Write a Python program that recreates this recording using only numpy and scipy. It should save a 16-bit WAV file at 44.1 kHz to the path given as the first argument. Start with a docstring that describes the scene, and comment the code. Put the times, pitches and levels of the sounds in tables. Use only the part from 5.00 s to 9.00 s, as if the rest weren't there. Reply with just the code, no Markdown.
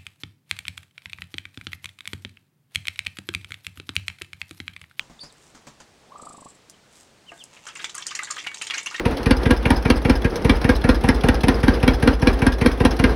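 """Ducks and a water bowl in a quiet barn

Ducklings peep, twitter and shuffle over straw, and their mother gives one soft trill.
She knocks a steel bowl with her bill, then dabbles fast in its water: every stroke
churns up bubbles, the closing bill snaps off spray, and the bowl rings faintly."""
import sys
import numpy as np
from scipy import signal
from scipy.fft import rfft, irfft, next_fast_len
from scipy.io import wavfile
from scipy.ndimage import map_coordinates

SR = 44100
rng = np.random.default_rng(int(sys.argv[2]) if len(sys.argv) > 2 else 0)


def output_pcm(signal):
    """Save a mono or channel-first signal as 16-bit PCM at the path in sys.argv[1].

    Samples are clipped to [-1, 1] before scaling.
    """
    pcm = np.clip(np.atleast_2d(signal).T, -1, 1) * 32767
    wavfile.write(sys.argv[1], SR, np.round(pcm).astype(np.int16))


N = 176400  # 4 seconds

# wet snaps of the closing bill: (time [s], level [dB], pitch [Hz], fade time [s])
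BILL_SNAPS = [(2.667, -41.5, 6570, 0.019), (2.752, -41.5, 7150, 0.008), (2.771, -36, 7100, 0.0021),
              (2.843, -32.5, 7000, 0.0073), (2.894, -42, 6460, 0.01), (2.945, -39.5, 6970, 0.0083),
              (2.951, -27, 8550, 0.0018), (2.9795, -30, 7400, 0.004), (3.023, -42, 5530, 0.013),
              (3.066, -26, 7000, 0.007), (3.107, -40, 5700, 0.018), (3.151, -26.5, 6800, 0.0066),
              (3.233, -29, 7500, 0.0038), (3.246, -31.5, 7150, 0.0015), (3.305, -31, 6880, 0.0076),
              (3.308, -26.5, 6900, 0.0062), (3.388, -42, 5740, 0.022), (3.544, -32.5, 6830, 0.0036),
              (3.58, -42, 6100, 0.01), (3.618, -31, 7380, 0.0059), (3.64, -38, 6640, 0.0054),
              (3.668, -34, 6640, 0.0079), (3.741, -30, 5420, 0.0095), (3.779, -27.5, 6330, 0.0078),
              (3.83, -40.5, 7500, 0.0063), (3.859, -31.5, 6120, 0.0069), (3.901, -42.5, 5270, 0.012),
              (3.961, -33, 5260, 0.0036)]


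def amp(db):
    """Turn decibels into a number to multiply by."""
    return 10 ** (np.asarray(db) / 20)


def unit(x):
    """Scale a sound to an average (rms) level of 1."""
    return x / np.sqrt(np.mean(x ** 2) + 1e-20)


def along(points, hz):
    """Read between (frequency, value) points, giving each octave equal room."""
    freqs, values = np.transpose(points)
    return np.interp(np.log(hz + 1), np.log(freqs + 1), values)


def curves(rows, t):
    """Read each column after the first at the times t."""
    times, *columns = np.transpose(rows)
    return [np.interp(t, times, column) for column in columns]


def clock(seconds=None):
    """The time of each sample, for the whole scene unless a length is given."""
    return np.arange(N if seconds is None else int(seconds * SR)) / SR


def wobble(rate):
    """A smooth curve through `rate` random values a second."""
    return map_coordinates(rng.standard_normal(int(N * rate / SR) + 4), [clock() * rate])


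def swell(s, width):
    """A soft rise and fall that peaks at time s."""
    return np.exp(-.5 * ((clock() - s) / width) ** 2)


def filtered(x, gain):
    """Turn each frequency up or down by gain(hz)."""
    size = next_fast_len(N + SR // 2)
    return irfft(rfft(x, size) * gain(np.fft.rfftfreq(size, 1 / SR)), size)[:N]


def noise(colour, grain_db=0):
    """Noise whose colour sets how strong each frequency is; grain_db makes it crackly."""
    white = rng.standard_normal(N) * amp(grain_db * wobble(700))
    return unit(filtered(white, lambda hz: amp(along(colour, hz))))


def add(track, s, x):
    """Mix x into the track at time s."""
    i = round(s * SR)
    x = x[max(-i, 0):max(N - i, 0)]
    track[max(i, 0):][:len(x)] += x


def whistle(hz, db, overtone_db=-30):
    """A gliding tone with a weak second tone an octave above."""
    phase = 2 * np.pi * np.cumsum(hz) / SR
    tone = np.sin(phase) + amp(overtone_db) * np.sin(2 * phase)
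    return np.sqrt(2) * amp(db) * tone * signal.windows.tukey(len(hz), .1)


def bubbles(start, hz, strength, cycles, rise):
    """Each bubble rings for about `cycles` vibrations; `rise` lifts its pitch as it surfaces."""
    t = clock(.03)
    turns = np.minimum(hz, SR / 3)[:, None] * t
    life = cycles * np.exp(.4 * rng.standard_normal((len(hz), 1)))
    age = turns / life
    glide = 1 + rise * (np.tanh(age / 2) - .5)
    shape = np.exp(-age) * (1 - np.exp(-turns))
    tones = strength[:, None] * np.sin(2 * np.pi * turns * glide) * shape
    positions = (start * SR).astype(int)[:, None] + np.arange(len(t))
    return np.bincount(positions.ravel(), tones.ravel())


def swarm(hz, length, density, cycles, spread, lead, rise):
    """One leading bubble of strength `lead` and a fading crowd of others near its pitch."""
    count, onset_s = 64, .001077
    detune, loudness, sign = rng.standard_normal((3, count))
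    start = (np.arange(count) + rng.random(count)) / density * (1 + 30 * length)
    pitch = hz * np.exp(spread * detune)
    shape = np.exp(-start / length) * (1 - np.exp(-start / onset_s))
    strength = amp(3.2 * loudness) * np.sign(sign) * shape
    start[0], pitch[0], strength[0] = min(onset_s, length / 10), hz, lead
    out = bubbles(start, pitch, strength, cycles, rise)
    return out / np.sqrt(np.sum(out ** 2) / (length * SR))


def still_air():
    """The faint, steady hush of the barn."""
    # colour of the hush: (frequency [Hz], level [dB])
    colour = [(20, -14), (45, -3.5), (68, -2.5), (130, 2.5), (250, -0.5), (450, -0.5), (850, -4.5),
              (1800, -7.5), (4400, -10.5), (8500, -16), (12000, -28.5), (16000, -31)]
    return amp(-56.5) * noise(colour)


def barn(x):
    """The walls send back ten quick echoes and a short fading tail."""
    # how long the echo lasts: (frequency [Hz], time to fade by 60 dB [s])
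    fade_times = [(200, 0.37), (1500, 0.27), (7000, 0.24), (14000, 0.14)]
    hz, t, spectrum = signal.stft(rng.standard_normal(SR // 2), SR, nperseg=256)
    fade = amp(-60 * t / along(fade_times, hz)[:, None])
    tail = signal.istft(spectrum * fade, SR, nperseg=256)[1]
    tail = np.pad(tail, (round(.006 * SR), 0))
    delays = (SR * rng.uniform(.002, .016, size=10)).astype(int)
    walls = np.bincount(delays, rng.standard_normal(10), len(tail))
    echo = amp(-14.5) * tail / np.linalg.norm(tail) + amp(-11) * walls / np.linalg.norm(walls)
    return x + signal.fftconvolve(x, echo)[:N]


def footsteps():
    """Feet land with a soft thud and a rustle of straw."""
    # footfalls: (time [s], fade time [s], thud [dB], rustle [dB])
    steps = [(0., 0.043, -50, -52.5), (0.097, 0.038, -48.5, -55), (0.232, 0.027, -46, -45),
             (0.547, 0.033, -48.5, -48), (0.668, 0.023, -42, -42), (0.801, 0.016, -47.5, -41.5)]
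    # colours of the thud and the rustle: (frequency [Hz], level [dB])
    thud_colour = [(25, -9), (45, -9), (64, 1), (90, -18), (135, -0.5), (180, -8), (230, -3.5),
                   (350, -16.5), (1000, -15.5), (4000, -43)]
    rustle_colour = [(150, -42), (500, -3), (1050, 1.5), (1600, -3.5), (3000, -9), (7000, -5.5),
                     (10000, -20.5), (15000, -47)]
    thud, rustle, t = np.zeros(N), np.zeros(N), clock(.22)
    for s, decay, thud_db, rustle_db in steps:
        shape = (1 - np.exp(-t / .0011)) * np.exp(-t / decay)
        add(thud, s, amp(thud_db) * shape)
        add(rustle, s, amp(rustle_db) * shape)
    return thud * noise(thud_colour) + rustle * noise(rustle_colour, grain_db=1.5)


def feathers():
    """Feathers brush softly as the duck moves."""
    # brushes: (time [s], width [s], level [dB])
    brushes = [(.455, 0.052, -59.5), (1.993, 0.044, -53), (2.37, 0.065, -58)]
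    # their colour: (frequency [Hz], level [dB])
    colour = [(200, -4), (4000, -4.5), (8000, 3.5), (11000, -11), (15000, -22)]
    return sum(amp(db) * swell(s, width) for s, width, db in brushes) * noise(colour, grain_db=5)


def straw_snaps():
    """Dry straw snaps underfoot with tiny bright ticks."""
    # ticks: (time [s], level [dB], fade time [s])
    ticks = [(.325, -45, 0.0017), (1.698, -34, 0.0014), (1.703, -42, 0.0022), (2.439, -34.5, 0.0028)]
    # their colour: (frequency [Hz], level [dB])
    colour = [(1500, -56), (4500, 2.5), (7500, 10), (11000, -1.5), (15000, -44)]
    level, t = np.zeros(N), clock(.05)
    for s, db, decay in ticks:
        add(level, s, amp(db) * np.exp(-t / decay))
    return level * noise(colour)


def duckling_twitter():
    """Very high two-tone chirps, no two alike, each with a little hiss."""
    # chirps: (middle [s], level [dB])
    chirps = [(1.185, -54.5), (1.222, -47), (1.257, -47), (1.295, -46.5), (1.331, -48), (1.372, -51.5),
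              (1.411, -50), (1.45, -50), (1.488, -52.5), (1.504, -51.5), (1.553, -57.5)]
    # colour of the hiss: (frequency [Hz], level [dB])
    hiss_colour = [(2000, -44), (4000, -6), (6500, -7), (7600, 8.5), (8600, -4.5), (10200, -12),
                   (11200, -27), (15000, -31)]
    length, low_hz, top_hz = .023, 7250, 8120
    out, arch = np.zeros(N), np.sin(np.pi * clock(length) / length)
    for s, db in chirps:
        for ratio, tone_db in (1, -4.5), (1.25, -14.5):
            waver = 1 + .0252 * (rng.standard_normal() + wobble(165)[:len(arch)])
            hz = ratio * waver * (low_hz + (top_hz - low_hz) * arch)
            add(out, s - length / 2, arch * whistle(hz, db + tone_db))
    hiss_level = sum(amp(db + 1) * swell(s, width=.0039) for s, db in chirps)
    return out + hiss_level * noise(hiss_colour)


def duckling_peeps():
    """Short peeps that fall at the end, and a longer one that breaks into a flutter."""
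    # short peeps: (start [s], length [s], top pitch [Hz], end pitch [Hz], level [dB])
    peeps = [(-.02, 0.04, 3600, 2640, -48), (1.727, 0.022, 3320, 2840, -58),
             (2.264, 0.042, 3150, 2550, -44), (2.372, 0.059, 3690, 2566, -45.5)]
    # shape of a short peep: (progress [0-1], pitch fall [0-1], level [dB])
    peep_shape = [(0., 0.475, -13), (.2, 0., -16), (.5, 0.13, -3.5), (.72, 0.52, 3), (1., 1, -4.5)]
    # the long peep: (time [s], pitch [Hz], level [dB])
    long_peep = [(.189, 3440, -58), (.194, 3580, -39.5), (.199, 3800, -58), (.204, 4810, -50),
                 (.214, 4530, -37), (.235, 4700, -44.5), (.25, 4980, -53), (.268, 5080, -52),
                 (.288, 5090, -67), (.303, 3800, -55), (.318, 3480, -70)]
    out = np.zeros(N)
    for s, length, top, end, db in peeps:
        fall, shape_db = curves(peep_shape, clock(length) / length)
        add(out, s, whistle(top + (end - top) * fall, db + shape_db))
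    start, flutter_hz = long_peep[0][0], 255
    t = start + clock(long_peep[-1][0] - start)
    hz, db = curves(long_peep, t)
    depth = np.interp(t, (.22, .265), (.1, 1))
    flutter = 1 + depth * np.sin(2 * np.pi * flutter_hz * t + wobble(flutter_hz)[:len(t)])
    rasp = 1 + .025 * wobble(2000)[:len(t)]
    add(out, start, flutter * whistle(hz * rasp, db, overtone_db=-17.5))
    return out


def mother_trill():
    """The duck coos one slow note, then quick ones that each open with a low pulse."""
    # the slow note: (time [s], pitch [Hz], level [dB])
    slow_note = [(1.095, 620, -62), (1.116, 962, -51), (1.123, 1095, -39.5), (1.136, 1190, -56),
                 (1.146, 1010, -46), (1.156, 850, -58)]
    # quick notes: (start [s], level [dB], pulse level [dB], rough top pitch [Hz])
    notes = [(1.15, -41.5, -65, 1248), (1.189, -42.5, -46, 1285), (1.226, -44.5, -39.5, 1283),
             (1.263, -41, -43, 1286), (1.3, -45.5, -39, 1283), (1.339, -46.5, -44, 1233),
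             (1.378, -48, -44.5, 1160), (1.418, -48, -43, 1120), (1.457, -45, -41, 1193)]
    # shape of a quick note: (time [s], share of the top pitch [0-1], level [dB])
    note_shape = [(0., 0.38, -3), (.005, 0.74, -2.5), (.010, 0.97, 3.5), (.018, .93, -8), (.026, 0.66, -33)]
    # throaty noise under the notes: (time [s], level [dB])
    rasp = [(.95, -82), (1.04, -59), (1.14, -57.5), (1.23, -51), (1.33, -56), (1.47, -62), (1.53, -83)]
    # its colour: (frequency [Hz], level [dB])
    throat_colour = [(90, -18), (180, 0), (350, -7.5), (620, 3.5), (800, -2.5), (1200, -11), (1500, -20),
                     (3000, -50)]
    out, start = np.zeros(N), slow_note[0][0]
    slow_hz, slow_db = curves(slow_note, start + clock(slow_note[-1][0] - start))
    add(out, start, whistle(slow_hz, slow_db))
    t = clock(note_shape[-1][0])
    ratio, shape_db = curves(note_shape, t)
    pulse_hz, pulse_s = 238, .0012
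    pulse = -np.sin(2 * np.pi * pulse_hz * t) * t / pulse_s * np.exp(1 - t / pulse_s)
    for s, db, pulse_db, top in notes:
        add(out, s, whistle(top * ratio, db + shape_db))
        add(out, s, amp(pulse_db) * pulse)
    rasp_db, = curves(rasp, clock())
    roughness = amp(1.5 * wobble(250))
    return out * roughness + amp(rasp_db) * noise(throat_colour)


def steel_bowl(water):
    """The bowl rings when the bill knocks its rim, and faintly with the splashing."""
    # the bowl's own tones: (pitch [Hz], level when splashed [dB], level when knocked [dB])
    tones = [(339, -2.5, -3.5), (674, -16, -1.5), (889, -5, -8), (1083, -9, -13), (1222, 4, 2),
             (1510, -43, -7.5), (1624, -31, -3), (1662, -9, -13), (1920, -12, -17), (1875, -5.5, -12),
             (2000, -5, -22), (2180, -9, -23), (2260, 3, -20), (2714, -8, -25), (2766, -2, -24),
             (3100, -5, -28), (3360, -19, -28)]
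    # colour of the knock: (frequency [Hz], level [dB])
    knock_colour = [(100, -32), (330, -9), (480, -8), (660, -1.5), (900, -13), (1500, -17), (2200, -7),
                    (4000, -40), (12000, -53)]
    knock_at, knock_s, ring_s = 2.318, .05, .24
    knock, t = np.zeros(N), clock(.6)
    add(knock, knock_at, amp(-37.5 - 60 * t / knock_s))
    knock *= noise(knock_colour)
    fade = amp(-60 * t / ring_s)
    clang = sum(amp(db - 47) * np.sin(2 * np.pi * hz * t) * rng.choice([-1, 1]) for hz, _, db in tones)
    add(knock, knock_at, fade * clang)
    softened = filtered(knock, lambda hz: 1 / (1 + (hz / 4000) ** 4))
    ring = fade * sum(amp(db) * np.cos(2 * np.pi * hz * t) for hz, db, _ in tones)
    return softened + amp(-53) * signal.fftconvolve(water, ring)[:N]


def droplets():
    """Drops thrown up by each snap of the bill patter back into the water."""
    drops_per_s, fade_s, low_hz, high_hz = 420, .036, 2950, 8480
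    level, drops, t = np.zeros(N), np.zeros(N), clock(.24)
    for s, db, _, _ in BILL_SNAPS:
        add(level, s, amp(db - 15.5) * np.exp(-t / fade_s))
    when, pitch, chance = rng.random((int(drops_per_s * N / SR), 3)).T
    hz = low_hz + (high_hz - low_hz) * pitch
    strength = amp(3 * np.minimum(-np.log(chance), np.pi))  # many quiet drops, a few louder
    add(drops, 0, bubbles(when * N / SR, hz, strength, cycles=6, rise=.07))
    return level * unit(drops)


def dabbling():
    """The bill makes bubbles and a slap at each stroke, spray at each snap, and stirs the water."""
    # bill strokes: (time [s], level [dB], bubble pitch [Hz], fade time [s])
    strokes = [(2.566, -48.5, 2560, 0.014), (2.667, -40.5, 1370, 0.019), (2.685, -43, 3000, 0.018),
               (2.755, -37, 2193, 0.0087), (2.792, -38, 2080, .016), (2.817, -42.5, 4000, .007),
               (2.843, -27.5, 3410, 0.0085), (2.894, -40, 3820, 0.0098), (2.945, -41, 1383, .017),
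               (2.98, -39.5, 1610, 0.017), (3.0227, -33.5, 3400, 0.0042), (3.06, -44.5, 1790, 0.018),
               (3.109, -35.5, 2150, 0.014), (3.149, -35, 1965, 0.012), (3.191, -24, 2000, 0.0044),
               (3.221, -37.5, 1306, 0.016), (3.272, -40, 1900, 0.015), (3.302, -33.5, 1244, 0.013),
               (3.3666, -31.5, 1680, 0.0045), (3.367, -44, 3630, .008), (3.381, -34.5, 3060, .02),
               (3.444, -36.5, 2060, 0.0062), (3.465, -33, 1644, 0.0047), (3.469, -24.5, 2860, 0.0053),
               (3.516, -36, 1730, 0.0019), (3.543, -36, 3770, 0.0055), (3.614, -27.5, 2740, 0.0035),
               (3.619, -30, 2405, 0.0077), (3.668, -35.5, 3170, 0.011), (3.7, -27.5, 3260, 0.0073),
               (3.707, -27.5, 2790, .005), (3.708, -33, 1980, 0.00913), (3.7377, -29, 2360, .014),
               (3.775, -33, 2790, 0.0044), (3.781, -29.5, 2860, 0.009), (3.86, -30.5, 2580, 0.0072),
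               (3.869, -28.5, 2830, 0.0057), (3.912, -38.5, 1235, 0.013), (3.943, -30.5, 2484, 0.013),
               (3.98, -39, 2100, 0.012), (3.997, -23, 1920, 0.01)]
    # stirred water: (time [s], level [dB])
    churn = [(2.35, -110), (2.5, -59), (2.8, -51.5), (3.3, -50.5), (3.56, -49), (3.75, -49.5)]
    # colours of the slap and the stirred water: (frequency [Hz], level [dB])
    slap_colour = [(100, -37), (330, -9), (600, -11.5), (1150, 2.5), (2500, 3), (4500, -3), (8000, -13.5),
                   (11000, -20), (15000, -43)]
    churn_colour = [(100, -39), (330, -1), (600, -5.5), (900, 2), (1500, -6.5), (2600, 3.5), (4500, -6.5),
                    (7300, -1), (10000, -14.5), (15000, -32)]
    water, slap, t = np.zeros(N), np.zeros(N), clock(.2)
    for s, db, hz, length in strokes:
        gulp = swarm(hz, length, density=850, cycles=4.9, spread=.2793, lead=1.2, rise=.07)
        add(water, s, amp(db) * gulp)
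        add(slap, s, amp(db - 3) * np.exp(-t / length))
    for s, db, hz, length in BILL_SNAPS:
        spray = swarm(hz, length, density=1900, cycles=6, spread=.152, lead=1.1, rise=0)
        add(water, s, amp(db) * spray)
    water = filtered(water, lambda hz: 1 / np.sqrt(1 + (950 / (hz + 1)) ** 8))  # little below 950 Hz
    slap *= noise(slap_colour, grain_db=2)
    churn_db, = curves(churn, clock())
    stirred = amp(churn_db + 2.8 * wobble(45)) * noise(churn_colour, grain_db=6)
    return water + slap + stirred


def scene():
    """Birds, water and bowl echo in the barn, over still air."""
    direct = .24  # share of the trill that skips the echo
    water, coo = dabbling() + droplets(), mother_trill()
    echoing = water + steel_bowl(water)
    echoing += duckling_peeps() + (1 - direct) * coo + duckling_twitter()
    echoing += footsteps() + feathers() + straw_snaps()
    return (barn(echoing) + direct * coo + still_air())[None]


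def record(dry):
    """Cut away everything above 15850 Hz."""
    return filtered(dry[0], lambda hz: hz < 15850)[None]


dry = scene()
out = record(dry)
output_pcm(out)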